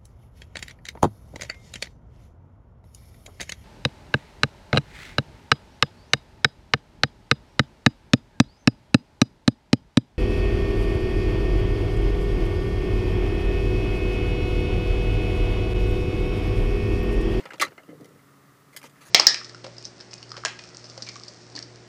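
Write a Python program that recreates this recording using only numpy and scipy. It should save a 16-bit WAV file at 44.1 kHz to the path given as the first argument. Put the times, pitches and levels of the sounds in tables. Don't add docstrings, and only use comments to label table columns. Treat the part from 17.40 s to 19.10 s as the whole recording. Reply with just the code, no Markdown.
import sys
import numpy as np
from scipy import signal
from scipy.fft import rfft, irfft
from scipy.io import wavfile
from scipy.ndimage import uniform_filter1d

SR = 44100
rng = np.random.default_rng(int(sys.argv[2]) if len(sys.argv) > 2 else 0)


def volts_from_db(level):
    exponent = np.asarray(level, float) / 20
    return 10 ** exponent


def waveform_to_disk(signal):
    frames = np.transpose(np.atleast_2d(signal))
    scaled = np.clip(frames, -1, 1) * 32767
    samples = np.round(scaled).astype(np.int16)
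    wavfile.write(sys.argv[1], SR, samples)


N = 74970


def unit(x):
    return x / np.sqrt(np.mean(x ** 2))


def unit_energy(x):
    return x / np.sqrt(np.sum(x ** 2))


def add(out, x, start_s):
    i = int(round(start_s * SR))
    out[i:i + len(x)] += x[:len(out) - i]


def high_pass(x, hz):
    return signal.sosfilt(signal.butter(4, hz, "high", fs=SR, output="sos"), x)


def walk(rate_hz):
    k = int(SR / rate_hz)
    return unit(uniform_filter1d(uniform_filter1d(rng.standard_normal(N), k), k))


# f/Hz, level/dB per Hz
AIR = [(25, -34), (70, -16.5), (125, -3.5), (285, -6), (400, -10), (820, -16), (1330, -17.5), (2400, -23),
       (13600, -29)]
# f/Hz, width/Hz, level/dB rms
VENT = [(1242, 370, -64), (1920, 510, -69.5), (116.4, 17, -81)]


def air():
    f = np.maximum(np.fft.rfftfreq(N, 1 / SR), 1)

    def shaped_noise(gain):
        return unit(irfft(rfft(rng.standard_normal(N)) * gain, N))

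    air_hz, air_db = np.array(AIR).T
    out = volts_from_db(-58.5) * shaped_noise(volts_from_db(np.interp(np.log(f), np.log(air_hz), air_db)))
    for hz, width_hz, db in VENT:
        resonance = 1 / (1 + (2 * (f - hz) / width_hz) ** 2)
        out = out + volts_from_db(db + 0.13 * walk(11)) * shaped_noise(resonance)
    return out


# harmonic number, level/dB rms
PUMP = [(1, -63.5), (2, -65.5), (3, -75), (4, -78.5)]
PUMP_HZ, PUMP_WOBBLE = 139.7, 0.0031
PUMP_ON_S, PUMP_RISE_S = 0.685, 0.16


def pump():
    t = np.arange(N) / SR
    phase = 2 * np.pi * np.cumsum(PUMP_HZ * (1 + PUMP_WOBBLE * walk(4.5))) / SR
    hum = np.zeros(N)
    for k, db in PUMP:
        hum += np.sqrt(2) * volts_from_db(db + walk(14)) * np.sin(k * phase)
    return hum * np.clip((t - PUMP_ON_S) / PUMP_RISE_S, 0, 1)


DETUNE, MODE_SCATTER_DB = 0.0045, 2
SWELL_S = 0.00025


def ring(modes, luck):
    hz, db, t60_s = np.array(modes).T[:, :, None]
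    t = np.arange(int(.3 * SR)) / SR
    k = len(modes)
    hz = hz * (1 + DETUNE * luck[:k, None])
    decay = volts_from_db(db + MODE_SCATTER_DB * luck[k:2 * k, None] - 60 * t / t60_s)
    phase = 2 * np.pi * hz * t + 10 * luck[-k:, None]
    body = (decay * np.sin(phase)).sum(axis=0)
    return unit_energy(body * (1 - np.exp(-t / SWELL_S)))


# t/s, level/dB, push/ms, main panel level/dB re the rest
THUMPS = [(.001, -46.5, 0.47, 0), (0.059, -40, 4, -1), (0.139, -41, 1.1, -9), (0.23, -38, 1, 3),
          (0.319, -49, 2.8, -7), (0.48, -40.5, 1.44, -0.5), (0.489, -35, 0.96, 5), (.511, -41, 0.88, 3),
          (0.529, -34.5, 0.46, -10), (0.55, -42, 0.99, -8), (0.576, -37, 2.6, -14), (0.269, -33, 3.1, -11),
          (1.44, -41.5, 1.3, -10), (.6, -36.5, 1.05, -1.5), (0.612, -37, 0.66, -1.5),
          (0.628, -41.5, 0.75, -5), (0.652, -39, 0.76, -6), (0.682, -39.5, 2.9, -8), (0.707, -43, 0.6, -12),
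          (0.725, -43, 2.1, -6), (.74, -44.5, .6, -17), (.758, -49, 1.4, -7)]
# f/Hz, level/dB, t60/s
DASH = [(105, -8, .1), (150, -3, .12), (190, -6, .09), (240, -4, .07), (405, -3, .06), (445, -2, .07),
        (490, -3, .07), (545, -4, .06), (610, -8, .05), (690, -7, .06)]
# f/Hz, level/dB, t60/s
PANEL = [(298, 0, .09)]
SHUDDER_S, SHUDDER_DB = .025, -5


def relay_thumps():
    out, t = np.zeros(N), np.arange(4000) / SR
    for s, db, push_ms, panel_db in THUMPS:
        push = np.sin(np.pi * np.clip(t[:400] / push_ms * 1000, 0, 1)) ** 2
        shake = rng.standard_normal(4000) * np.exp(-t / SHUDDER_S)
        shake = shake * volts_from_db(SHUDDER_DB) / np.sqrt(SHUDDER_S * SR / 2)
        shake[0] += 1
        force = signal.fftconvolve(shake, push / push.sum())
        dash = ring(DASH, rng.standard_normal(28))
        panel = ring(PANEL, 3 * rng.standard_normal(3))
        add(out, volts_from_db(db + 17.5) * signal.fftconvolve(force, dash + volts_from_db(panel_db) * panel), s)
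    return high_pass(out, 112)


# f/Hz, level/dB, t60/s
SHROUD = [(270, -6, .04), (350, -3, .025), (440, -2, .022), (530, 1, .028), (620, -1, .022),
          (710, -4, .022), (790, -12, .02)]
CLICKS_PER_S, CLICK_SCATTER_DB, BIGGEST = 7000, 3.5, 2.2
FIRST_DB = 7.5
BRUSH_S, BRUSH_RISE = 0.015, 0.75
CRACK_HZ = 2500


def contacts(table, barrel, metal, crack_db, fade_db, top_hz, release_s):
    out, t = np.zeros(N), np.arange(2400) / SR
    crack_band = np.vstack([signal.butter(2, CRACK_HZ, "high", fs=SR, output="sos"),
                            signal.butter(2, top_hz, fs=SR, output="sos")])
    crack = unit_energy(signal.sosfilt(crack_band, 1. * (t == 0)))
    for s, length_s, db, metal_db, shroud_db in table:
        struck = rng.random(2400) < CLICKS_PER_S / SR
        size = np.minimum(rng.exponential(size=2400), BIGGEST)
        clicks = struck * np.sign(rng.standard_normal(2400)) * volts_from_db(CLICK_SCATTER_DB * size)
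        clicks[0] = volts_from_db(FIRST_DB)
        if length_s > BRUSH_S:
            rise_s = BRUSH_RISE * (length_s - BRUSH_S) + 1e-9
            clicks = clicks * np.clip(t / rise_s + 0.39, 0, 1)
        release = np.clip((length_s - t) / release_s + 1, 0, 1)
        clicks = clicks * volts_from_db(fade_db * t / length_s) * release
        clicks = unit_energy(clicks) * np.sqrt(length_s * SR)

        luck = rng.standard_normal((3, 28))
        bright = ring(metal, luck[1])
        bright[:2400] += volts_from_db(crack_db) * crack
        body = ring(barrel, luck[0]) + volts_from_db(metal_db - 4.5) * bright
        body = body + volts_from_db(shroud_db) * ring(SHROUD, luck[2])
        add(out, volts_from_db(db) * signal.fftconvolve(clicks, body), s)
    return high_pass(out, 230)


# t/s, length/s, body level/dB, armature level/dB re body, shroud level/dB re body
TICKS = [
    (.609, 0.0037, -65, 7.5, -13),
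    (.645, 0.0058, -56, 2, 1),
    (.656, 0.0046, -56, 1, 1),
    (.69, .003, -65, 2, -10),
]
# f/Hz, level/dB, t60/s
FOB = [(1050, -9, .01), (1360, -4, .012), (1750, -2, .012), (2060, 0, .014), (2300, -3, .01),
       (2900, -5, .01)]
# f/Hz, level/dB, t60/s
ARMATURE = [(5190, 0, .016), (6020, -2, .014), (6650, -4, .014), (7890, 0, .012), (8320, -1, .012),
            (10600, -9, .008)]


def relay_ticks():
    return contacts(TICKS, FOB, ARMATURE, crack_db=0.5, fade_db=-13, top_hz=10800, release_s=.004)


# t/s, length/s, fob level/dB, loop level/dB re fob, shroud level/dB re fob
RING = [
    (.487, 0.03, -59, -22, 3),
    (.792, 0.01, -65, -13, -26),
    (1.327, 0.028, -61, -2, -20),
    (1.348, 0.01, -65.5, -6, 8.5),
    (1.364, 0.002, -42, 6.5, -22),
    (1.368, 0.0047, -42.5, 3.5, -12),
    (1.373, 0.0022, -43.5, 3.5, -16),
    (1.378, 0.01, -57, 4.5, -6),
    (1.388, 0.014, -67, 10, -8),
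]
# f/Hz, level/dB, t60/s
LOOP = [(3220, -5, .016), (3700, -8, .012), (4860, 0, .016), (5500, -9, .012), (6560, -3, .016),
        (8000, -5, .012), (9460, -4, .012), (10800, -3, .012), (13200, -11, .008)]


def key_ring():
    return contacts(RING, FOB, LOOP, crack_db=3.5, fade_db=-5.5, top_hz=13100, release_s=.004)


# t/s, length/s, body level/dB, loop level/dB re body, shroud level/dB re body
BRUSH = [
    (1.4155, 0.0045, -52, -5, -9),
    (1.429, 0.0084, -48.5, -2.5, -9.5),
    (1.44, 0.011, -46, -6.5, -9),
    (1.446, .01, -52, -8, -2.5),
    (1.455, 0.017, -55.5, 2, -2.5),
    (1.496, 0.01, -70.5, 7.5, -16),
    (1.556, 0.035, -62.5, -8, -5),
    (1.608, 0.037, -53.5, -4, -8.5),
    (1.652, 0.032, -53.5, -1, -11),
    (1.678, 0.024, -62, 3.5, -18),
]
# f/Hz, level/dB, t60/s
TUMBLER = [(1000, -6, .02), (1350, 0, .014), (1600, -5, .01), (1860, -1, .014), (2200, -4, .012),
           (2500, -7, .01), (2850, -8, .012), (3300, -14, .008)]
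GRIP_DAMPS = .25


def finger_brush():
    def held(modes):
        return [(hz, db, t60_s * GRIP_DAMPS) for hz, db, t60_s in modes]

    return contacts(BRUSH, held([*TUMBLER, *FOB]), held(LOOP),
                    crack_db=3.5, fade_db=-6, top_hz=10200, release_s=0.015)


# t/s, length/s, latch level/dB, keys level/dB re latch, shroud level/dB re latch
SPRING = [
    (.379, 0.0045, -39, -16.5, -11),
    (.386, 0.018, -47.5, -24, -20),
]
# f/Hz, level/dB, t60/s
LATCH = [(651, 0, .045), (1000, -10, .02), (1330, -6, .025), (1740, -2, .03), (2060, -2, .025),
         (2390, -8, .014), (2950, -11, .012)]
# f/Hz, level/dB, t60/s
KEYS = [(2900, -4, .012), (3600, -4, .012), (4270, -1, .015), (4950, -4, .01), (5450, -6, .008),
        (6450, -8, .008), (7700, -10, .007), (9500, -12, .005)]


def spring_back():
    return contacts(SPRING, LATCH, KEYS, crack_db=-4, fade_db=-9, top_hz=5000, release_s=0.0054)


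# t/s, length/s, tumbler level/dB, keys level/dB re tumbler, shroud level/dB re tumbler
LOCK = [(.0005, 0.0038, -47.5, -10, 1), (.0035, 0.015, -51, -3.5, -4.5), (.02, 0.028, -54.5, -10.5, -4),
        (.036, 0.014, -53.5, -8, 1), (.0545, 0.0038, -35.5, -12, -1.5), (.059, 0.0038, -36.5, -18, -11.5),
        (.068, 0.015, -50.5, -13, -2), (.088, 0.0088, -54, -12, 0), (.105, 0.0016, -37.5, -16, -16),
        (.1075, 0.0024, -36, -14.5, -13), (.113, 0.0043, -55, -1, -5), (.119, .008, -45, -16, -2),
        (.134, 0.0036, -40.5, -6, 3.5), (.141, 0.0073, -43.5, -10, -3), (.157, 0.0077, -57, -6, -6),
        (.181, 0.0085, -59, 2, 5), (.267, 0.007, -41.5, -13.5, -19), (.279, 0.006, -48.5, -6, -1),
        (.306, 0.013, -59, -7, 6), (.317, 0.013, -55.5, -29, 4.5)]


def lock_tumblers():
    return contacts(LOCK, TUMBLER, KEYS, crack_db=4, fade_db=-7, top_hz=4600, release_s=0.0077)


# t/s, length/s, pin level/dB, keys level/dB re pin, shroud level/dB re pin
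PINS = [
    (.198, 0.013, -27.5, -7.5, -12),
    (.434, 0.0028, -59, -5, 9),
]
# f/Hz, level/dB, t60/s
PIN = [(1350, -14, .02), (1760, -7, .016), (2060, -3, .016), (2350, -2, .014), (2750, 1, .014),
       (3050, 0, .012), (3500, -5, .012)]


def lock_pins():
    return contacts(PINS, PIN, KEYS, crack_db=3, fade_db=-6, top_hz=6000, release_s=.005)


# t/s, length/s, barrel level/dB, blade level/dB re barrel, shroud level/dB re barrel
DETENT = [(.2118, 0.0019, -21, -1.5, -19), (.2145, 0.0038, -26, 1, -19), (.219, 0.0025, -22.5, 5, -19),
          (.2215, 0.0022, -15.5, -5, -12), (.2245, 0.0026, -16.5, -6.5, -15),
          (.229, 0.0025, -20.5, -8, -16), (.2325, 0.0034, -21.5, -10, -18.5), (.238, 0.0055, -33.5, -2, -8),
          (.243, 0.0074, -35.5, -10, -11), (.249, 0.0045, -36, -1.5, -8), (.256, 0.0094, -47, 0, -3)]
# f/Hz, level/dB, t60/s
BARREL = [(1000, -9, .016), (1175, -1, .025), (1265, -1, .025), (1385, -6, .025), (1720, -10, .02),
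          (1845, 1, .025), (1940, 0, .022), (2035, 0, .022), (2250, -3, .02), (2400, -5, .016),
          (2750, -10, .014), (3050, -14, .012)]
# f/Hz, level/dB, t60/s
BLADE = [(3560, -4, .016), (4040, 2, .016), (4350, -6, .01), (4720, -4, .014), (4960, -6, .012),
         (5490, -9, .012), (6400, -10, .008), (8000, -10, .006), (10500, -12, .005)]


def detent_snap():
    return contacts(DETENT, BARREL, BLADE, crack_db=-0.5, fade_db=-4.5, top_hz=8500, release_s=0.002)


CABIN_T60_S, CABIN_DB, CABIN_HZ = .085, -15, 4050


def cabin(hits):
    t = np.arange(8000) / SR
    tail = signal.lfilter(*signal.butter(1, CABIN_HZ, fs=SR), rng.standard_normal(8000))
    tail = tail * volts_from_db(-60 * t / CABIN_T60_S) * (t > .002)
    return volts_from_db(CABIN_DB) * signal.fftconvolve(hits, unit_energy(tail))[:N]


def scene():
    floor = air() + pump()
    thumps = relay_thumps()
    hits = relay_ticks() + key_ring() + finger_brush() + spring_back()
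    hits = hits + lock_tumblers() + lock_pins() + detent_snap()
    return (hits + cabin(hits) + thumps + floor)[None]


def low_pass(x):
    return signal.sosfilt(signal.butter(12, 16630, fs=SR, output="sos"), x)


def record(dry):
    mix = signal.sosfilt(signal.ellip(8, .2, 40, 15450, fs=SR, output="sos"), dry)
    return low_pass(mix)


dry = scene()
out = record(dry)
waveform_to_disk(out)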